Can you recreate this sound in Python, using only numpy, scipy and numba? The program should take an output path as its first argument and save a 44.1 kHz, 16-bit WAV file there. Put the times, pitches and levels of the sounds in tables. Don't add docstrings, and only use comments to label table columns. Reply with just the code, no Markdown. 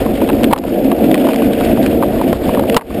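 import sys
import numpy as np
from scipy import signal
from scipy.io import wavfile
from scipy.ndimage import uniform_filter1d
from numba import njit

SR = 44100
rng = np.random.default_rng(int(sys.argv[2]) if len(sys.argv) > 2 else 0)


def to_wav(s):
    ch = np.atleast_2d(s).T
    pcm = np.round(np.clip(ch, -1, 1) * 32767)
    wavfile.write(sys.argv[1], SR, pcm.astype(np.int16))


def level_to_linear(level):
    exponent = np.asarray(level, float) / 20
    return 10 ** exponent


N = 132300


def rms_one(x):
    return x / np.sqrt(np.mean(x ** 2) + 1e-20)


def drift(rate_hz):
    pole = np.exp(-2 * np.pi * rate_hz / SR)
    settle = 9000
    course = signal.lfilter([1], [1, -2 * pole, pole ** 2], rng.standard_normal(N + settle))
    return rms_one(course[settle:])


def cut(x, hz, kind, order=2):
    sos = signal.butter(order, hz, kind, fs=SR, output="sos")
    return signal.sosfilt(sos, x + 1e-18)


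def ring(x, hz, t60):
    radius, angle = level_to_linear(-60 / (t60 * SR)), 2 * np.pi * hz / SR
    return signal.lfilter([0, np.sin(angle)], [1, -2 * radius * np.cos(angle), radius ** 2], x + 1e-18)


def swell(clicks, rise_s):
    pole = np.exp(-1 / (rise_s * SR))
    return signal.lfilter([np.e * (1 - pole)], [1, -2 * pole, pole ** 2], clicks + 1e-18)


def grains(per_s, spread_db):
    happens = rng.random(N) < per_s / SR
    height = level_to_linear(spread_db * np.minimum(rng.exponential(1, N), 4))
    return happens * height * rng.choice([-1, 1], N)


def marks(times, db):
    out = np.zeros(N)
    np.add.at(out, (np.asarray(times) * SR).astype(int), level_to_linear(db))
    return out


# (time [s], deck boom level [dB], deck drone level [dB], wheel hiss level [dB])
ROLLING_LOAD = [(0, -19, -19.5, -32.5), (.12, -13, -17, -37), (.17, -21, -20.5, -30.5),
                (.22, -11.5, -17.5, -32), (.38, -13.5, -21, -38.5), (.45, -10, -13.5, -33.5),
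                (.52, -12, -17, -39.5), (.56, -15, -18, -35), (.68, -14, -18.5, -30.5),
                (.8, -11.5, -15, -32.5), (.99, -16, -16.5, -35.5), (1.048, -7, -15.5, -33),
                (1.13, -8, -12.5, -32), (1.2, -7, -12, -31), (1.3, -14.5, -17, -30.5),
                (1.4, -14, -14.5, -29.5), (1.46, -10, -19.5, -33), (1.55, -14, -16.5, -32.5),
                (1.7, -13.5, -16, -32.5), (1.9, -11, -18, -35.5), (2.1, -15.5, -18.5, -38.5),
                (2.3, -10, -16, -32), (2.4, -20, -21, -37), (2.47, -12.5, -16.5, -29.5),
                (2.64, -15.5, -16, -33.5), (2.76, -16, -15.5, -30.5), (2.8, -17, -15, -37),
                (2.85, -18.5, -22, -39), (2.92, -17.5, -22, -36.5), (3, -14, -12.5, -32)]


def rolling():
    time, *columns = np.transpose(ROLLING_LOAD)
    boom, drone, wheels = (level_to_linear(np.interp(np.arange(N) / SR, time, db)) for db in columns)
    lump_db = 1 * drift(29.6)
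    grit = grains(per_s=2500, spread_db=3.0) * level_to_linear(lump_db)
    roar = boom * deck_roar(grit, BOOM_MODES) + drone * deck_roar(grit, DRONE_MODES)
    return roar + wheels * wheel_hiss(lump_db)


# (frequency [Hz], bandwidth [Hz], relative level [dB])
BOOM_MODES = [(129.6, 19, -11.5), (216.4, 42.4, -3.5), (271, 25.6, 0.5), (316.8, 54.5, -3.5),
              (362.9, 74.4, -7.5)]
# (frequency [Hz], bandwidth [Hz], relative level [dB])
DRONE_MODES = [(456, 32.4, -1.5), (556, 35, -0.5), (627, 68, -1.5), (718, 126, -3.5), (990, 280, -13)]


def deck_roar(grit, modes):
    out = 0
    for k, (hz, width, db) in enumerate(modes):
        radius = np.exp(-np.pi * width / SR)
        gain = (1 - radius ** 2) / 2
        poles = [1, -2 * radius * np.cos(2 * np.pi * hz / SR), radius ** 2]
        sign = (-1) ** k
        out = out + sign * level_to_linear(db) * signal.lfilter([gain, 0, -gain], poles, grit)
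    out = cut(out, 696, "low", order=6)
    return rms_one(cut(out, 180, "high"))


# (frequency [Hz], relative level per hertz [dB])
HISS_COLOUR = [(700, 4), (1000, -12), (1250, 5.5), (1500, 10.5), (2000, 9), (2600, 12), (3200, 9),
               (3800, 3.5), (4400, -22), (4900, -1), (5500, 7)]


def wheel_hiss(lump_db):
    edges = 700 * 2 ** np.arange(0, 3.1, 1 / 3)
    white = rng.standard_normal((2, N))
    hz_points, db_points = np.transpose(HISS_COLOUR)
    out = 0
    for k, (low, high) in enumerate(zip(edges, edges[1:])):
        db = np.interp(np.log(low * high) / 2, np.log(hz_points), db_points)
        own_flicker_db = 2 * drift(45)
        out = out + level_to_linear(db + own_flicker_db) * cut(white[k % 2], [low, high], "band")
    shared_flicker_db = 2.5 * drift(25.6) + 1.3 * drift(130)
    return rms_one(out * level_to_linear(shared_flicker_db + 0.2 * lump_db))


# (time [s], length [s], thud level [dB], knock level [dB],
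# low crack level [dB], high crack level [dB])
SEAM_SLAMS = [(0.527, 0.0011, 6.5, -19.5, -19, -35.5), (0.531, 0.0019, -5, -1, -10.5, -15),
              (2.329, .003, 7, -19.5, -25, -27), (2.765, 0.0053, 10, 10.5, 6.5, 8),
              (2.774, 0.0042, 6, -8, -1, -24), (2.784, 0.009, -12, -5.5, -14, -32)]
THUD_HZ, THUD_T60_S = 527, 0.018


def slams():
    time, length, thud_db, *blow_db = np.transpose(SEAM_SLAMS)
    at = (time[:, None] + length[:, None] * np.linspace(0, 1, num=4)).ravel()
    dull, low, high = (marks(at, np.repeat(db, repeats=4)) for db in blow_db)
    thud = ring(marks(time, thud_db), THUD_HZ, THUD_T60_S)
    return thud + crack(low, high) + knock(dull)


# (time [s], low crack level [dB], high crack level [dB], knock level [dB])
FITTING_JOLTS = [(0.062, -20, -42, -14), (0.216, -28, -34, -12.5), (0.2891, -13.5, -40, -9.5),
                 (0.2982, -18.5, -38, -7.5), (0.3297, -21, -38, -36), (0.4324, -14, -15, -19),
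                 (0.4418, -5, -19, -24), (0.4488, -18, -39, -24), (0.5098, -20, -39, -10),
                 (0.514, -21, -36, -14), (0.5607, -14, -39, -1), (0.5772, -9, -34, -13),
                 (0.5854, -14, -11, -15), (0.637, -18, -46, -11.5), (0.6799, -20, -39, -18),
                 (0.9156, -16.5, -45, -10.5), (1.0394, -23, -45, -23), (1.1132, -10, -42, -22),
                 (1.1428, -5, -16, -13.5), (1.153, -14, -37, -15), (1.1774, -15, -39, -30),
                 (1.2203, -19, -37, -20), (1.244, -21, -35, -16), (1.268, -16.5, -25, -12),
                 (1.287, -13.5, -41, -8.5), (1.303, -25, -28, -15), (1.3327, -12, -37, -15.5),
                 (1.3425, -18, -29, -25), (1.3591, -12.5, -14, -36), (1.4193, -24, -38, -15),
                 (1.5324, -21, -23, -35), (1.6084, -18.5, -30, -10.5), (1.7728, -21.5, -38, -17.5),
                 (1.828, -15.5, -22, -38), (1.8615, -9, -17, -40), (2.0245, -18.5, -49, -6.5),
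                 (2.0328, -17, -48, -9.5), (2.194, -33, -48, -21), (2.213, -19, -31, -9),
                 (2.4377, -21, -39, -21), (2.4914, -21, -39, -9), (2.5473, -15, -39, -13),
                 (2.5716, -34, -33, -11), (2.594, -15.5, -32, -7.5), (2.635, -33, -33, -10),
                 (2.6973, -8.5, -15, -23), (2.7442, -10, -14, -12), (2.8102, -8, -45, -2),
                 (2.818, -14, -51, -5.5), (2.904, -42, -49, -16)]


def jolts():
    time, low_db, high_db, knock_db = np.transpose(FITTING_JOLTS)
    rattle = level_to_linear(-36.5) * np.abs(grains(per_s=30, spread_db=1))
    low = marks(time, low_db) + rattle
    high = marks(time, high_db) + 1.14 * rattle
    dull = marks(time, knock_db) + 1.7 * rattle
    return crack(low, high) + knock(dull)


CRACK_RISE_S, CRACK_EDGES_HZ = 0.0011, (1560, 3360, 8200)


def crack(low, high):
    bottom, middle, top = CRACK_EDGES_HZ
    out = 0
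    for clicks, band in ((low, [bottom, middle]), (high, [middle, top])):
        noise = rms_one(cut(rng.standard_normal(N), band, "band"))
        out = out + swell(clicks, CRACK_RISE_S) * noise / 2
    return out


# (frequency [Hz], drive level [dB], 60 dB decay time [s])
MOUNT_MODES = [(820, -5, 0.0072), (928, 14.5, 0.012), (1174, -1.5, .012), (1535, -13.5, 0.013),
               (1830, -22, 0.017)]
KNOCK_RISE_S = 0.0023


def knock(clicks):
    modes = sum(level_to_linear(db) * ring(rng.standard_normal(N), hz, t60) for hz, db, t60 in MOUNT_MODES)
    colour = rms_one(modes)
    even = colour / np.sqrt(uniform_filter1d(colour ** 2, size=220) + 0.3)
    return swell(clicks, KNOCK_RISE_S) * even / np.sqrt(2)


# (time [s], level [dB])
WIND_GUSTS = [(0, -23), (.2, -24.5), (.5, -24.5), (.9, -26.5), (1.1, -23.5), (1.3, -35.5), (1.55, -22),
              (2, -23.5), (2.3, -24.5), (2.45, -20), (2.65, -27), (3, -21)]


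def wind():
    time, db = np.transpose(WIND_GUSTS)
    gust = level_to_linear(np.interp(np.arange(N) / SR, time, db))
    low_noise = cut(rng.standard_normal(N), [33.5, 120], "band", order=1)
    lumps = level_to_linear(2.5 * drift(12.3))
    return gust * rms_one(low_noise * lumps)


def side_rumble():
    rumble = level_to_linear(-44) * rms_one(cut(rng.standard_normal(N), 80, "low"))
    return rumble * np.array([[1], [-1]])


def scene():
    mono = rolling() + slams() + jolts() + wind()
    return mono + side_rumble()


@njit
def duck_db(over_db, attack, hold, release):
    out, aim, loss, since = np.zeros(len(over_db)), 0., 0., 0
    for i in range(len(over_db)):
        since += 1
        if over_db[i] >= aim:
            aim, since = over_db[i], 0
        elif since > hold:
            aim *= release
        loss += attack * (aim - loss)
        out[i] = loss
    return out


def gain_control(dry):
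    limit_db, attack_s, hold_s, release_s = -0.1, 0.0012, 0.025, 0.11
    level_db = 20 * np.log10(np.abs(dry.mean(axis=0)) + 1e-9)
    over_db = np.maximum(level_db - limit_db, 0)
    loss_db = duck_db(over_db, 1 / (attack_s * SR), hold_s * SR, np.exp(-1 / (release_s * SR)))
    return dry * level_to_linear(-loss_db)


def sample_and_hold(x):
    slow = signal.resample_poly(x, 40, 147, axis=1)
    held = np.repeat(slow, 4, axis=1)
    return signal.resample_poly(held, 147, 160, axis=1)[:, :N]


def band_limit(x):
    return signal.sosfilt(signal.butter(12, 16310, fs=SR, output="sos"), x)


def record(dry):
    clipped = np.clip(gain_control(dry), -0.97, 0.97)
    limited = cut(clipped, 5330, "low", order=8)
    top_cut = signal.cheby2(24, 60, 15650, fs=SR, output="sos")
    mix = np.clip(signal.sosfilt(top_cut, sample_and_hold(limited)), -1, 1)
    return band_limit(mix)


dry = scene()
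out = record(dry)
to_wav(out)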